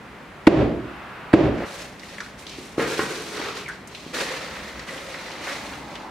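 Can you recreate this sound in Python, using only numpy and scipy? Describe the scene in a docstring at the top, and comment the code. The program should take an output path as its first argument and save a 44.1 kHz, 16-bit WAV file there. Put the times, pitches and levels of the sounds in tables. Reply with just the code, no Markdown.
"""Gift bag and shredded paper

A paper gift bag rubs as it is lifted and is set down hard on a wooden table, twice, in a bare,
echoing room. A limiter ducks after each thump and lets the room swell back. Then a hand digs shredded
paper out of a cardboard box: strips crackle, folds snap, the box knocks, sounds hollow and slides."""
import sys
import numpy as np
from scipy import signal
from scipy.fft import rfft, irfft
from scipy.io import wavfile
from scipy.ndimage import uniform_filter1d

SR = 44100
rng = np.random.default_rng(int(sys.argv[2]) if len(sys.argv) > 2 else 0)


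def digitize_waveform(pressure):
    """Quantize a signal to 16-bit integers and store it at the path in sys.argv[1].

    Rows of a 2-D input are taken as channels; values are limited to [-1, 1].
    """
    field = np.atleast_2d(pressure).T
    bounded = np.clip(field, -1, 1)
    quanta = np.round(bounded * 32767).astype(np.int16)
    wavfile.write(sys.argv[1], SR, quanta)


N = 269186
TIME = np.arange(N) / SR

# Levels are relative within a layer. Tone colours are shapes: (frequency [Hz], level per Hz [dB])
ROOM_TONE_COLOUR = [(25, -11), (62, -3.5), (85, -9.5), (180, -2.5), (300, -6.5), (500, -9), (900, -11),
                    (1500, -14), (2100, -14), (3000, -22.5), (4200, -28.5), (6000, -34.5), (10000, -40.5),
                    (16000, -49)]  # low, steady bed
RUB_COLOUR = [(300, -12.5), (700, 0), (1350, 4), (1900, -2), (2600, -5), (3500, -13.5), (5000, -24),
              (7000, -38.5)]  # soft friction of the bag
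SLAP_COLOUR = [(40, -8.5), (200, 8), (400, -6), (700, 7.5), (1000, -8), (1350, 0), (1800, 0.5),
               (2200, -5.5), (3200, -19), (4400, -15), (5600, -34), (9000, -30), (16000, -56)]  # its paper bottom hitting the table
BOOM_COLOUR = [(25, -17), (45, -20), (63, -8), (85, -19), (118, -6), (150, -11), (230, -6.5), (340, 1.5),
               (430, -6), (640, -8.5), (860, -19), (1500, -24), (2600, -28), (6700, -49), (15000, -71)]  # the push a landing gives the room
CRUNCH_COLOUR = [(150, -14), (400, -7), (750, -3.5), (1050, -0.5), (1350, -1), (1900, -1.5), (2300, -5.5),
                 (2800, -11), (3500, -24.5), (6000, -39.5)]  # crushed paper, dull
RUSTLE_COLOUR = [(1200, -17), (2400, 2.5), (3200, 0), (4200, 1), (5600, -6), (7000, -11.5), (10000, -36)]  # slipping strips, bright
FIZZ_COLOUR = [(3500, -38), (5500, 10), (7000, 7), (8500, 5.5), (10500, 0.5), (13000, -5), (16000, -17)]  # strip edges, all treble
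CRINKLE_COLOUR = [(700, -14), (1800, 0), (4000, 4), (7000, -13), (15000, -27)]  # stray crisp clicks
FLUTTER_COLOUR = [(25, -33), (50, -7), (66, 11), (90, -12), (130, -17), (220, 5.5), (400, -37)]  # swaying box, bassy
SLIDE_COLOUR = [(100, -24), (200, -12), (280, 4.5), (400, -6), (600, -8), (850, 0.5), (1020, -3),
                (1300, -7), (3000, -46.5)]  # cardboard on the palm, muffled
# stereo width: (frequency [Hz], side minus mid [dB])
STEREO_WIDTH = [(60, -18), (150, -16), (380, -13.5), (950, -8), (2380, -7), (5980, -4), (15000, 1)]
# reverb of the bare room: (frequency [Hz], t60 [s])
ROOM_DECAY = [(60, 1.0), (150, .8), (330, .68), (700, .62), (2000, .58), (5000, .52), (14000, .32)]
# the bag is lifted: (start [s], rise [s], length [s], level [dB])
BAG_LIFTS = [(0, 0.01, 0.56, -50.5), (0.678, 0.23, 1, -41)]
# the bag lands: (time [s], blow [dB], slap ahead of the blow [s], slap length [s], slap [dB])
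LANDINGS = [(0.4727, 3.5, 0.005, 0.011, -5.5), (1.3378, 0.5, 0.0087, 0.016, -17)]
# modes of table top and bag: (frequency [Hz], level [dB], t60 [s])
TABLE_MODES = [(64, -26, 0.12), (126.4, -18, 0.42), (227, -6, 0.11), (266, -18, 0.039), (319.6, 4.5, 0.14),
               (344, -37, 0.64), (396, -13.5, 0.068), (550, -12, 0.079)]
# fader on the landings; the second echo stops short: (time [s], level [dB])
LANDING_FADER = [(0, -2), (1.645, -2.5), (1.665, -30)]
# the hand tugs at the bundle: (start [s], rise [s], length [s], rustle [dB], sag [dB/s],
# crunch [dB re rustle], edge fizz [dB re rustle], hollow box [dB re rustle])
TUGS = [(1.523, 0.066, 0.1, -50.5, -4, 9, -14, -7), (1.647, 0.02, 0.077, -46, 10, -4, -6.5, -8),
        (1.697, 0.05, 0.15, -43, 21, 1.5, -6.5, -1), (2.063, 0.037, 0.071, -55.5, 0, 5, -9, 6.5),
        (2.768, 0.035, 0.07, -37, 10, 2.5, -8.5, 10.5), (2.837, 0.076, 0.22, -34, 17, 0.5, -7, 3.5),
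        (3.041, 0.079, 0.32, -38.5, 13, 0, -7, 3.5), (3.302, 0.096, 0.2, -38, 3.5, 4, -13, 3.5),
        (3.53, 0.04, 0.047, -39.5, 10, 0.5, -11, -3), (4.127, 0.025, 0.098, -33.5, -1, 2, -8.5, 1.5),
        (4.211, 0.08, 0.63, -37.5, 16.5, 4, -11, 0.5), (4.859, 0.023, 0.26, -43, 14, 4, -7.5, 3.5),
        (5.095, 0.045, 0.47, -43, 5, 2, -12, -1.5), (5.393, 0.09, 0.4, -36, 31.5, 3, -8.5, -4.5),
        (5.76, 0.16, 0.26, -49, 2, 2.5, -13, -1)]
# loose strips shower down:
# (start [s], rise [s], length [s], rustle [dB], sag [dB/s], edge fizz [dB re rustle])
STRIP_SHOWERS = [(1.964, 0.095, 0.3, -48.5, 0, -9), (2.367, 0.03, 0.035, -47.5, 10, -5.5),
                 (2.464, 0.024, 0.085, -42.5, 15, -13), (2.554, 0.04, 0.24, -47.5, 34, -4.5),
                 (3.676, 0.03, 0.09, -50, 40, -12), (3.853, 0.12, 0.26, -45, 12, -10.5)]
# the bundle scrapes over the cardboard rim: (time [s], pitch [Hz])
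RIM_PITCH = [(1.7, 1750), (3.0, 1550), (3.3, 1310), (3.55, 1230), (4.15, 1680), (4.35, 1930), (5.5, 2080)]
# the air in the box sinks in pitch while the hand is deep inside: (time [s], pitch [Hz])
CAVITY_PITCH = [(1.7, 567), (2.6, 540), (2.8, 455), (3.25, 410), (3.45, 430), (3.6, 398), (4.1, 500),
                (6.1, 580)]
# stiff folds snap: (time [s], peak [dB], pitch [Hz], t60 [s])
FOLD_SNAPS = [(1.584, -36, 1750, 0.027), (2.033, -32, 1870, 0.035), (2.1825, -25.5, 2000, 0.021),
              (2.2022, -23, 1700, 0.04), (2.206, -28, 1340, 0.15), (2.261, -35, 1630, 0.077),
              (3.6595, -28.5, 2230, 0.049), (3.68, -25.5, 1890, 0.032), (3.687, -24.5, 1540, 0.17),
              (4.793, -31, 1910, 0.046), (4.89, -26, 1880, 0.047), (5.142, -28, 2000, 0.06)]
# single strips tick: (time [s], peak [dB], band centre [Hz])
STRIP_TICKS = [(1.995, -35.5, 4000), (2.126, -37, 3000), (2.181, -45, 6450), (2.204, -29.5, 4400),
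               (2.393, -39, 7300), (2.467, -27.5, 3360), (2.495, -31, 3850), (3.685, -35.5, 6740),
               (3.874, -36, 7000), (3.948, -26.5, 3000), (4.794, -30, 3800), (4.978, -30, 3000),
               (5.315, -31, 3480), (5.529, -31, 4500), (5.735, -32, 2400), (5.954, -28.5, 2750)]
# hand and box bump: (time [s], body [dB], pitch [factor on the modes], scrape [dB], scrape t60 [s])
BOX_BUMPS = [(1.605, -23, 1.3, -41, 0.064), (1.622, -22, 1.72, -34, 0.055), (1.636, -27, 1.6, -31, 0.043),
             (2.585, -26, 0.85, -49, 0.041), (2.7806, -11.5, 0.99, -25, 0.054),
             (2.795, -16, 1.2, -25.5, 0.3), (2.843, -23, 1, -27, 0.076), (2.922, -26, 1, -39, .05),
             (2.992, -14.5, 1.03, -18, 0.065), (3.399, -26, 0.91, -46, .04), (4.064, -27.5, 0.8, -49, .04),
             (4.136, -43, 1.3, -37, 0.099), (5.141, -38, 1.4, -35, 0.072), (5.469, -34, 1.8, -31, 0.15),
             (5.731, -37, 1.1, -36, 0.079)]
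# modes of the cardboard box: (frequency [Hz], level [dB], t60 [s])
BOX_MODES = [(160, -30, 0.079), (234, -13, 0.016), (333, -6, 0.053), (420, -2, 0.033), (567, -36, 0.012)]
# the box sways: (start [s], length [s], level [dB])
BOX_SWAYS = [(4.372, 0.42, -45.5), (4.95, 0.1, -55), (5.447, 0.45, -48)]
# the box slides in the holding hand: (time [s], level [dB])
SLIDE_FADER = [(5.3, -43.5), (5.6, -43), (5.75, -41.5), (5.9, -42), (6.1, -39)]


def amp(db):
    """Decibels to gain."""
    return 10 ** (np.asarray(db) / 20)


def unit_rms(x):
    """Scales to rms 1."""
    return x / np.sqrt(np.mean(x ** 2) + 1e-20)


def value_at(spectrum, hz):
    """A spectrum's value at hz, on a log-frequency axis."""
    f, value = np.transpose(spectrum)
    return np.interp(np.log(hz + 1), np.log(f + 1), value)


def fader(curve):
    """Gain from a curve in dB; silent before it starts."""
    return amp(np.interp(TIME, *np.transpose(curve), left=-120))


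def colour(x, spectrum):
    """Minimum-phase EQ with the given shape and unit energy."""
    log_gain = np.log(amp(value_at(spectrum, abs(np.fft.fftfreq(2048, 1 / SR)))))
    taps = np.fft.ifft(np.exp(np.conj(signal.hilbert(log_gain)))).real
    return signal.oaconvolve(x, taps / np.linalg.norm(taps))[:len(x)]


def resonate(x, hz, *widths_hz):
    """Resonances in series, one per width, that follow hz."""
    turn = np.exp(2j * np.pi * np.cumsum(hz * np.ones(len(x))) / SR)
    for width_hz in widths_hz:
        pole = np.exp(-np.pi * width_hz / SR)
        x = 2 * (turn * signal.lfilter([1 - pole], [1, -pole], x / turn)).real
    return x


def add(mix, s, sound):
    """Mixes a sound in at time s."""
    part = mix[round(s * SR):][:len(sound)]
    part += sound[:len(part)]


def decay(t60):
    """One second of exponential decay."""
    return np.exp(-np.log(1000) * TIME[:SR] / t60)


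def ring(modes, pitch=1):
    """Struck modes, all shifted by the factor pitch."""
    return sum(amp(db) * decay(t60) * np.sin(2 * np.pi * pitch * hz * TIME[:SR])
               for hz, db, t60 in modes)


def burst(t60):
    """A dying puff of noise."""
    return rng.standard_normal(SR) * decay(t60)


def stereo(mid, side):
    """Left and right: narrow in the bass, wide in the treble."""
    side = irfft(rfft(side) * amp(value_at(STEREO_WIDTH, np.fft.rfftfreq(N, 1 / SR))), N)
    return np.array([mid + side, mid - side])


def noise_bed(spectrum):
    """Smooth stereo noise of the given colour."""
    return stereo(*(colour(rng.standard_normal(N), spectrum) for _ in range(2)))


def gesture(start, rise_s, length_s, db, sag_db_per_s=0, release_db_per_s=104):
    """Envelope of one movement: it builds up, sags at the given rate, then settles."""
    age = np.maximum(TIME - start, 0)
    sag_db = sag_db_per_s * np.minimum(age, length_s)
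    release_db = release_db_per_s * np.maximum(age - length_s, 0)
    return np.minimum(age / rise_s, 1) * amp(db - sag_db - release_db)


def room_tone():
    """Steady room noise under everything."""
    return amp(-42.5) * noise_bed(ROOM_TONE_COLOUR)


def bag_rub():
    """Soft friction of the paper bag as it hangs and swings from the hand."""
    return sum(gesture(*lift) for lift in BAG_LIFTS) * noise_bed(RUB_COLOUR)


def bag_thumps():
    """The paper bottom crumples, then the load inside strikes the table; the room booms back."""
    blows, slaps, pushes = np.zeros(N), np.zeros((2, N)), np.zeros(N)
    for s, db, lead_s, length_s, slap_db in LANDINGS:
        add(blows, s, amp(db) * ring(TABLE_MODES))
        add(pushes, s, [amp(db + 25.5)])
        crumple = amp(slap_db) * signal.windows.tukey(round(length_s * SR), 0.5)
        for channel in slaps:
            add(channel, s - lead_s, crumple * rng.standard_normal(len(crumple)))
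    slap = stereo(*(colour(channel, SLAP_COLOUR) for channel in slaps))
    tail = reverb(colour(pushes, BOOM_COLOUR) + amp(-20) * blows, build_s=0.007)
    lean_right = amp([[-0.8], [0.8]])
    return (blows + slap + tail) * lean_right * fader(LANDING_FADER)


def reverb(x, build_s):
    """Wall echoes build up and die band by band, the bass last."""
    hz, t, bands = signal.stft(rng.standard_normal((2, SR)), SR, nperseg=256)
    bands *= np.exp(-np.log(1000) * t / value_at(ROOM_DECAY, hz)[:, None])
    tail = signal.istft(bands, SR, nperseg=256)[1][:, :SR]
    tail *= 1 - np.exp(-TIME[:SR] / build_s)
    tail /= np.linalg.norm(tail[0])
    return stereo(*signal.fftconvolve(x[None], tail, axes=1)[:, :N])


def digging_envelopes():
    """Rustle, crunch, fizz and hollow gains: tugs drive all four, falling strips rustle and fizz."""
    power = np.zeros((4, N))
    for *movement, crunch_db, fizz_db, hollow_db in TUGS:
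        power += np.outer([1, amp(crunch_db), amp(fizz_db), amp(hollow_db)], gesture(*movement)) ** 2
    for *movement, fizz_db in STRIP_SHOWERS:
        power += np.outer([1, 0, amp(fizz_db), 0], gesture(*movement)) ** 2
    return np.sqrt(power)


def crackle(spectrum, per_s, spread_db, rub):
    """Many tiny slips of uneven size over smooth rubbing, scattered in stereo."""
    sizes = amp(spread_db * np.minimum(rng.exponential(1, N), 4))
    slipping = rng.random(N) < per_s / SR
    slips = unit_rms(sizes * slipping * rng.choice([-1, 1], (2, N)))
    friction = slips + rub * rng.standard_normal((2, N))
    return stereo(*(colour(unit_rms(channel), spectrum) for channel in friction))


def rim_scrape():
    """The bundle drags over the cardboard rim: a gliding band of noise."""
    hz = np.interp(TIME, *np.transpose(RIM_PITCH))
    return unit_rms(resonate(rng.standard_normal(N), hz, 290, 720))


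def hollow_box():
    """Rubbing excites the air in the box, and the cardboard panels drum along."""
    hz = np.interp(TIME, *np.transpose(CAVITY_PITCH))
    air = np.array([resonate(rng.standard_normal(N), hz, 70, 250) for _ in range(2)])
    panels = resonate(resonate(rng.standard_normal(N), 321, 110), 280, 400)
    return stereo(*unit_rms(air)) + amp(-5) * unit_rms(panels)


def glints(x, depth_db):
    """Brief random peaks in the spectrum, as each strip rings at its own pitch."""
    bands = signal.stft(x, SR, nperseg=512, noverlap=384)[2]
    patches = uniform_filter1d(rng.standard_normal(bands.shape[1:]), size=3, axis=0)
    patches = uniform_filter1d(patches, size=8, axis=1)
    gain = unit_rms(amp(depth_db * unit_rms(patches)))
    return signal.istft(bands * gain, SR, nperseg=512, noverlap=384)[1][:, :N]


def shredded_paper():
    """Strips slip in clumps: dull crunch, bright rustle, fizz and crinkles, with rim and box beneath."""
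    rustling, crunching, fizzing, rubbing = digging_envelopes()
    jitter = uniform_filter1d(uniform_filter1d(rng.standard_normal(N), size=600), size=300)
    clumps = amp(0.9 * unit_rms(jitter))
    crunch = amp(-1) * crunching * crackle(CRUNCH_COLOUR, per_s=1500, spread_db=-2, rub=0.99)
    rustle = amp(0.5) * rustling * crackle(RUSTLE_COLOUR, per_s=2500, spread_db=0.5, rub=1.0)
    fizz = amp(1.5) * fizzing * crackle(FIZZ_COLOUR, per_s=3200, spread_db=2.5, rub=0.91)
    crinkles = amp(-18) * rustling * crackle(CRINKLE_COLOUR, per_s=140, spread_db=2.8, rub=0.1)
    rim = amp(-6.5) * crunching * rim_scrape()
    hollow = amp(-2) * rubbing * hollow_box()
    strips = glints(crunch + rustle + fizz + crinkles, depth_db=1.0)
    return clumps * (strips + rim + hollow)


def snaps_and_ticks():
    """Folds buckle with a narrow ring; single strips give a broad tick."""
    mid_side = np.zeros((2, N))
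    for channel in mid_side:
        for s, db, hz, t60 in FOLD_SNAPS:
            snap = resonate(burst(t60), hz, 310, 940)
            add(channel, s, amp(db) * snap / abs(snap).max())
        for s, db, hz in STRIP_TICKS:
            octave = signal.butter(2, [hz / np.sqrt(2), hz * np.sqrt(2)], "band", fs=SR)
            tick = signal.lfilter(*octave, burst(t60=0.063))
            add(channel, s, amp(db) * tick / abs(tick).max())
    return stereo(*mid_side) + amp(-11.5) * reverb(mid_side[0], build_s=0.0067)


def box_knocks():
    """Bumps ring the cardboard, higher near a stiff corner, and crush some paper against it."""
    body, scrape = np.zeros(N), np.zeros(N)
    for s, db, pitch, scrape_db, t60 in BOX_BUMPS:
        add(body, s, amp(db) * ring(BOX_MODES, pitch))
        add(scrape, s, amp(scrape_db) * burst(t60))
    low_cut = signal.butter(2, 140, "high", fs=SR, output="sos")  # the knocks carry no deep bass
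    knocks = signal.sosfilt(low_cut, body) + colour(scrape, CRUNCH_COLOUR)
    return knocks + amp(-3) * reverb(knocks, build_s=0.001)


def box_in_hand():
    """Cardboard flutters as the box sways and slides dully against the palm."""
    sway = sum(gesture(start, rise_s=0.099, length_s=length_s, db=db)
               for start, length_s, db in BOX_SWAYS)
    slide = fader(SLIDE_FADER) * noise_bed(SLIDE_COLOUR)
    return slide + amp(-1) * sway * noise_bed(FLUTTER_COLOUR)


def scene():
    """The bag, then the digging in the box, over room tone."""
    bag = bag_rub() + bag_thumps()
    digging = shredded_paper() + snaps_and_ticks() + box_knocks() + box_in_hand()
    return room_tone() + bag + digging


def limiter(x, threshold_db, recover_db_per_s, late_s, attack_s):
    """Ducks a little late after a peak and recovers steadily."""
    recovery_db = TIME * recover_db_per_s
    peak_db = 20 * np.log10(abs(x).max(0) + 1e-9)
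    held_db = np.maximum.accumulate(peak_db + recovery_db) - recovery_db
    over_db = np.maximum(held_db - threshold_db, 0)
    late_db = np.interp(TIME - late_s, TIME, over_db)
    pole = np.exp(-1 / (attack_s * SR))
    return x / amp(signal.lfilter([1 - pole], [1, -pole], late_db))


def record(dry):
    """Bass roll-off, limiter, soft clip at full scale, steep high cut."""
    trimmed = signal.sosfilt(signal.butter(2, 45, "high", fs=SR, output="sos"), dry)
    limited = limiter(trimmed, threshold_db=-6.0, recover_db_per_s=130, late_s=0.0071, attack_s=0.003)
    clipped = limited / (1 + limited ** 6) ** (1 / 6)
    high_cut = signal.firwin(511, 15850, window=("kaiser", 9), fs=SR)
    return signal.oaconvolve(clipped, high_cut[None], "same")


dry = scene()
out = record(dry)
digitize_waveform(out)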